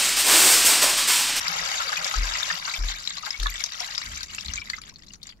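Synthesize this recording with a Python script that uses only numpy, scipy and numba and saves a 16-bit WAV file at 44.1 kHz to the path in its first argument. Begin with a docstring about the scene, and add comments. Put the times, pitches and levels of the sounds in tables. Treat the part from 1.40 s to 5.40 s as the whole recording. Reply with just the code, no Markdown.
"""Drain pipe in a crawl space

Waste water runs through a plastic pipe close by. Its rush of resonating bubbles and spray thins to a
trickle of single splats and plops, all filtered by the pipe wall. A few deep thumps, probably steps
on the floor above, shake the joists over a faint rumble."""
import sys
import numpy as np
from scipy import signal
from scipy.fft import rfft, irfft, next_fast_len
from scipy.io import wavfile
from numba import njit

SR = 44100
rng = np.random.default_rng(int(sys.argv[2]) if len(sys.argv) > 2 else 0)


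def output_pcm(signal):
    """Save a mono or channel-first signal as 16-bit PCM at the path in sys.argv[1].

    Samples are clipped to [-1, 1] before scaling.
    """
    pcm = np.clip(np.atleast_2d(signal).T, -1, 1) * 32767
    wavfile.write(sys.argv[1], SR, np.round(pcm).astype(np.int16))


N = 176400
NEAR_RING_DB = 1.8  # single drops land close by, with less rattle of the wall


def undb(db):
    """Decibels to amplitude gain."""
    return 10 ** (np.asarray(db) / 20)


def unit(x):
    """Scale to rms 1."""
    return x / np.sqrt(np.mean(x ** 2))


def fade(t, t60):
    """Exponential decay from t = 0, 60 dB down at t60."""
    return np.exp(-np.log(1000) * np.maximum(t, 0) / t60)


def add(out, start, x):
    """Superpose x on out at a start in seconds."""
    i = max(int(start * SR), 0)
    out[..., i:i + x.shape[-1]] += x[..., :max(N - i, 0)]


def colour(x, points):
    """Minimum-phase filter through (Hz, dB) points, made by folding the cepstrum."""
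    size = next_fast_len(x.shape[-1] + 4096, True) // 2 * 2
    hz, db = np.array(points).T
    log_hz = np.log(np.fft.rfftfreq(size, 1 / SR) + 1)
    cepstrum = irfft(np.log(undb(np.interp(log_hz, np.log(hz), db))))
    cepstrum[1:size // 2] *= 2
    cepstrum[size // 2 + 1:] = 0
    return irfft(rfft(x, size) * np.exp(rfft(cepstrum)))[..., :x.shape[-1]]


@njit
def bubbles(start, hz, cycles, size, glide=0.18):
    """Bubble resonance: each is a damped oscillator whose pitch rises as it dies."""
    out = np.zeros(N)
    for k in range(len(start)):
        length = int(1.5 * cycles[k] * SR / hz[k])
        onset, phase = int(start[k] * SR), 0.
        for i in range(min(length, N - onset)):
            phase += 2 * np.pi * hz[k] / SR * (1 + glide * i / length)
            out[onset + i] += size[k] * np.exp(-6. * i / length) * np.sin(phase)
    return out


def pipe(x, ring_db=3.5, ring_t60=0.026, room_db=-8.5, room_t60=0.16, lag_s=.00041):
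    """Transmission through the wall to two ears: direct sound, wall rattle and room reverberation."""
    # Each row: frequency in Hz, gain of the pipe wall in dB.
    wall = [(150, -28), (400, -24.5), (510, -11.5), (640, -5.5), (900, -4.5), (1250, 2), (1750, -0.5),
            (2250, 1), (2700, -3.5), (3500, 0), (4400, -1), (5400, -4), (6200, -5.5), (7000, -3),
            (7700, -8), (8100, -16), (8650, -28.5), (9800, -13), (10500, -21), (11900, -12), (13000, -34),
            (15500, -30.5)]
    t = np.arange(SR // 4) / SR
    response = sum(undb(db) * unit(rng.standard_normal((2, len(t))) * fade(t, t60))
                   for db, t60 in [(ring_db, ring_t60), (room_db, room_t60)]) / np.sqrt(len(t))
    response[0, 0] += 1
    response[1, int(lag_s * SR * rng.uniform(.82, 1.18))] += 1  # direct sound reaches the right later
    return colour(signal.fftconvolve(x[None], response)[:, :len(x)], wall)


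def rumble():
    """Faint background noise, partly coherent between the ears in the bass."""
    # Each row: time in seconds, level in dB.
    levels = [(0, -53), (2.45, -58.5), (2.7, -52.5), (3.5, -52), (4, -55.5)]
    # Each row: frequency in Hz, relative level in dB.
    spectrum = [(20, -6), (45, 6), (100, -4.5), (180, -1.5), (300, -12.5), (600, -23), (1500, -29),
                (5000, -39), (15000, -45.5)]
    mid, side = colour(rng.standard_normal((2, N)), spectrum)
    side = colour(side, [(60, -5), (140, -11), (300, -8), (700, -1)])
    gain = undb(np.interp(np.arange(N) / SR, *np.array(levels).T))
    return gain * unit(np.array([mid + side, mid - side]))


def thumps(sway_hz=39.44, attack_s=0.024, hold_s=0.047, pan_db=3.0):
    """Impact excitation: the floor sways at its lowest mode; the timbers knock and shudder."""
    # Each row: start in seconds, sway level in dB, shudder level in dB, shudder t60 in seconds.
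    impacts = [(.755, -19.5, -35.5, 0.54), (1.383, -21, -40, 0.52), (1.989, -22, -44, 0.61),
               (2.641, -43.5, -39.5, 0.7), (3.05, -40.5, -36, 0.69)]
    # Each row: frequency in Hz, relative level of the shudder in dB.
    timbers = [(20, -22), (45, 1), (72, 10), (110, -12.5), (200, -12), (500, -36.5), (1000, -43),
               (3000, -84)]
    out, t = np.zeros(N), np.arange(SR) / SR
    rise = np.minimum(t / attack_s, 1)
    since_hold = t - attack_s - hold_s
    for start, sway_db, shudder_db, shudder_t60 in impacts:
        sway = np.sin(2 * np.pi * sway_hz * t) * fade(since_hold, t60=0.29)
        shudder = unit(colour(rng.standard_normal(len(t)), timbers)) * fade(t - attack_s, shudder_t60)
        wood = colour(rng.standard_normal(len(t)), [(100, -5), (330, 3.5), (560, -2), (2000, -33)])
        knock = undb(-34.5) * unit(wood) * fade(since_hold, t60=0.17)
        add(out, start, rise * (undb(sway_db) * (sway + knock) + undb(shudder_db) * shudder))
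    return out * undb(np.array([[pan_db], [-pan_db]]) / 2)


def glugs(hz=171, width_s=0.022):
    """Air-column resonance: the pipe hums briefly when water closes it off."""
    # Each row: time of the peak in seconds, level in dB.
    closures = [(0.106, -42.5), (.175, -47), (0.214, -43), (0.599, -48.5), (1.14, -44.5), (1.749, -52.5)]
    t = np.arange(N) / SR
    return sum(undb(db) * np.exp(-((t - at) / width_s) ** 2) * np.sin(2 * np.pi * hz * (t - at))
               for at, db in closures)


def gurgle(count=130, lo_hz=460, hi_hz=820, cycles=20.):
    """Big air pockets resonate at low pitch while the pipe runs full."""
    # Each row: time in seconds, level in dB.
    levels = [(0, -45), (.85, -44), (1.6, -69)]
    times, db = np.array(levels).T
    when, pitch, size = rng.random((count, 3)).T
    hz = lo_hz + (hi_hz - lo_hz) * pitch
    pockets = pipe(bubbles(when * times[-1], hz, np.full(count, cycles), size))
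    return unit(pockets) * np.sqrt(times[-1] * SR / N) * undb(np.interp(np.arange(N) / SR, times, db))


def plops(t60=0.038, glide=0.039, attack_s=0.00022, shed_count=4, shed_s=.011, shed_octaves=0.44):
    """Free oscillation of large bubbles, which bend upward in pitch and shed a few smaller ones."""
    # Each row: start in seconds, relative peak level in dB, pitch in Hz.
    large_bubbles = [(0.135, -25.5, 2110), (0.404, -18, 1330), (0.527, -16.5, 1644), (0.57, -21, 2450),
                     (0.74, -21, 1290), (0.953, -19.5, 1990), (1.102, -14.5, 1796), (1.272, -23, 1550),
                     (1.339, -21, 2310), (1.774, -30.5, 1178), (1.831, -30, 1235), (1.865, -22, 1630),
                     (1.941, -26, 2206), (2.058, -19, 1700), (2.142, -28.5, 2250), (2.202, -25, 2190),
                     (2.772, -28, 2305), (2.896, -30, 2900), (2.943, -31.5, 2280), (3.098, -33, 2820),
                     (3.135, -28.5, 1605), (3.162, -36, 2480), (3.176, -23, 2305), (3.216, -28.5, 2305),
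                     (3.298, -24.5, 1750), (3.333, -20.5, 2056), (3.381, -32, 1297), (1.872, -30, 860),
                     (2.06, -23, 1113), (2.407, -32, 693), (2.425, -29.5, 746)]
    out, t = np.zeros((2, N)), np.arange(SR // 5) / SR
    shed_cycles = np.full(shed_count, 13.6)
    for start, db, hz in large_bubbles:
        phase = 2 * np.pi * np.cumsum(hz * (1 + glide * np.minimum(t / t60, 1))) / SR
        ring = np.sin(phase) * fade(t, t60) * (1 - np.exp(-t / attack_s))
        delay, pitch, size = rng.random((shed_count, 3)).T
        shed_hz = hz * 2 ** (shed_octaves * (2 * pitch - 1))
        shed = bubbles(delay * shed_s, shed_hz, shed_cycles, (.5 + size) * undb(-8))
        plop = pipe(ring + shed[:len(t)], NEAR_RING_DB)
        add(out, start, plop / np.abs(plop).max() * undb(db + 0.86))
    return out


def drop(hz, t60, crack_db, pan_db, crack_s=0.0011):
    """A drop's impact on the wall gives a broadband crack and a tiny resonating bubble; peak 1."""
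    # Each row: frequency in Hz, gain of the crack in dB.
    spectrum = [(500, -57), (1800, -28), (3500, 5.5), (7000, 4), (12000, -1)]
    t = np.arange(SR // 5) / SR
    crack = colour(rng.standard_normal(len(t)) * np.exp(-t / crack_s), spectrum)
    ring = np.sin(2 * np.pi * hz * t) * fade(t, t60)
    out = pipe(ring + undb(crack_db) * crack, NEAR_RING_DB) * undb(np.array([[pan_db], [-pan_db]]) / 2)
    return out / np.abs(out).max()


def splats(ring_cycles=38, tick_hz=10700):
    """Impact transients: heavy drops slap the wall and fine droplets tick brightly."""
    # Each row: start in seconds, relative peak level in dB, pitch in Hz, crack against ring in dB.
    heavy_drops = [(0.0812, -17.5, 5080, -15), (0.6448, -21, 5280, 1), (0.951, -39, 3980, -19),
                   (1.0306, -18.5, 3480, -1), (1.2521, -25.5, 4660, -13), (1.4867, -24, 4160, -13),
                   (1.517, -26.5, 4120, -16), (1.6743, -19.5, 3890, -8), (1.705, -23.5, 3780, -20),
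                   (1.7702, -28.5, 4100, -11), (1.783, -24, 4350, -20), (1.9063, -19, 5220, -17),
                   (1.9992, -25, 3660, 3), (2.0324, -19, 4300, 3), (2.068, -22, 3570, -6.5),
                   (2.2048, -23, 4000, 9), (2.2387, -16.5, 6120, -7), (2.2614, -25.5, 3800, 4),
                   (2.4035, -19, 5520, -10), (2.445, -26, 3880, -18), (2.5495, -24, 3630, -1),
                   (2.579, -16.5, 5060, -20), (2.6614, -28, 4700, -3), (2.807, -28, 4500, -19),
                   (2.831, -25, 5240, 1), (2.9477, -27, 7440, -23), (2.9835, -25, 2730, -13),
                   (3.009, -30, 5340, -3), (3.0596, -27.5, 4240, -2), (3.083, -25.5, 4250, -10),
                   (3.1363, -22, 6140, -11.5), (3.1576, -26, 6800, -24), (3.2998, -21, 4600, -1.5),
                   (3.3858, -35, 5930, -20), (3.417, -36, 4580, -21), (3.4367, -39, 3420, -16),
                   (3.559, -37, 4350, -22), (3.736, -34.5, 6490, -9), (3.83, -30.5, 4330, 7),
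                   (3.8698, -33, 7160, -15.5), (3.8918, -35, 4570, -29)]
    # Each row: start in seconds, relative peak level in dB.
    droplets = [(0.083, -19.5), (0.1166, -22), (0.288, -22), (0.6963, -25), (0.725, -22.5), (0.8614, -32),
                (1.8622, -30.5), (2.0286, -23), (2.1015, -22), (2.409, -23), (3.417, -29.5), (3.8322, -37)]
    out = np.zeros((2, N))
    for start, db, hz, crack_db in heavy_drops:
        add(out, start, drop(hz, ring_cycles / hz, crack_db, pan_db=0.5) * undb(db + 5.5))
    for start, db in droplets:
        hz = tick_hz * rng.uniform(0.767, 1.233)
        add(out, start, drop(hz, t60=0.0041, crack_db=-15.5, pan_db=0) * undb(db - 4))
    return out


def flow(candidates=4000, spots=4, full_db=-34.5, thinning=.8, surge_s=0.021, wash_db=-24.5):
    """Incoherent sum of bubble resonances over a smooth wash; they grow sparser as the water ebbs."""
    # Each row: time in seconds, then relative levels in dB of large bubbles, small bubbles and spray.
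    levels = np.array([(0, -40.5, -37.5, -35), (0.119, -38, -35.5, -34), (.65, -41.5, -39, -35.5),
                       (1.08, -43, -38, -35.5), (1.319, -43.5, -43, -37.5), (1.58, -56.5, -47, -42.5),
                       (1.8, -54, -47.5, -44.5), (2.08, -57, -46, -42), (2.321, -55, -48.5, -43),
                       (2.551, -51.5, -44, -40.5), (2.85, -55, -48, -44), (3.12, -60, -50.5, -45),
                       (3.36, -56, -53.5, -48.5), (3.55, -71, -65, -57), (3.78, -74, -66.5, -55),
                       (3.91, -69, -55, -56), (4, -74.5, -73, -81)])
    # Slugs of water and lulls. Each row: time in seconds, change of level in dB.
    surges = [(0.602, -1.5), (0.667, 3), (.82, -2.5), (1.217, -5), (1.285, 1), (1.416, -5), (1.497, 6.5),
              (1.813, -1.5), (1.866, 6.5), (2.151, 2.5), (2.212, 3), (2.408, 4.5), (2.459, 3), (2.775, 0.5),
              (2.878, -8.5), (2.95, -0.5), (3.234, -6.5), (3.399, -9), (3.478, 5), (3.575, -6),
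              (3.794, -15.5), (3.97, -5)]
    # Large bubbles, small bubbles, spray, mist. Each row: lowest and highest pitch in Hz, nominal
    # ringing in cycles, count per second at full flow, spread of sizes in dB, trim in dB.
    bands = [(428, 1454, 15.2, 1100, 3.5, 1), (1443, 3116, 25.4, 950, 3.5, 3.5),
             (3174, 8070, 33, 1200, 4, 2.5), (8000, 14100, 16.7, 900, 3.5, -12.5)]
    t, out = np.arange(N) / SR, 0
    surge_db = sum(db * np.exp(-((t - at) / surge_s) ** 2) for at, db in surges)
    for k, (lo_hz, hi_hz, cycles, full_rate, spread_db, trim_db) in enumerate(bands):
        db = np.interp(t, levels[:, 0], levels[:, 1 + min(k, 2)]) + surge_db  # mist follows the spray
        rate = full_rate * undb(thinning * (db - full_db))
        cloud = 0
        for _ in range(spots):
            when, chance, pitch, ring, size_rank = rng.random((candidates, 5)).T
            local_rate = rate[(when * N).astype(int)]
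            born = chance < local_rate * N / SR / candidates / spots
            hz = lo_hz + (hi_hz - lo_hz) * pitch
            rings = cycles * 2 ** (3 * ring - 2)
            # The square root keeps mean power independent of ring time and rate.
            size = undb(-spread_db * np.log(size_rank + .015)) * np.sqrt(hz / rings / local_rate)
            cloud = cloud + pipe(bubbles(when[born] * N / SR, hz[born], rings[born], size[born]))
        bandpass = signal.butter(2, [lo_hz, hi_hz], "band", fs=SR, output="sos")
        wash = pipe(signal.sosfilt(bandpass, rng.standard_normal(N)))
        gain = undb(db + trim_db)
        out = out + unit(cloud * gain) * np.sqrt(np.mean(gain ** 2)) + undb(wash_db) * unit(wash) * gain
    return out


def scene():
    """A level difference between the ears sets the pipe to the left, amid the low sounds."""
    # Each row: frequency in Hz, level of left over right in dB.
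    left_lead = [(300, 12), (520, 4), (700, 5), (1150, 11), (1500, 0), (1900, -6), (2300, 5.5), (2700, 10),
                 (3450, 3.5), (4500, 7.5), (5500, 13.5), (6200, 10), (7000, -8), (7800, -1.5), (9800, 16.5),
                 (12000, 12.5)]
    water = flow() + gurgle() + plops() + splats()
    water = np.array([colour(channel, [(hz, sign * db / 2) for hz, db in left_lead])
                      for channel, sign in zip(water, (1, -1))])
    return water + glugs() + thumps() + rumble()


def record(dry):
    """Band limiting: a steep low-pass cuts the treble above 15.8 kHz."""
    return signal.sosfilt(signal.ellip(10, .2, 80, 15800, fs=SR, output="sos"), dry)


dry = scene()
out = record(dry)
output_pcm(out)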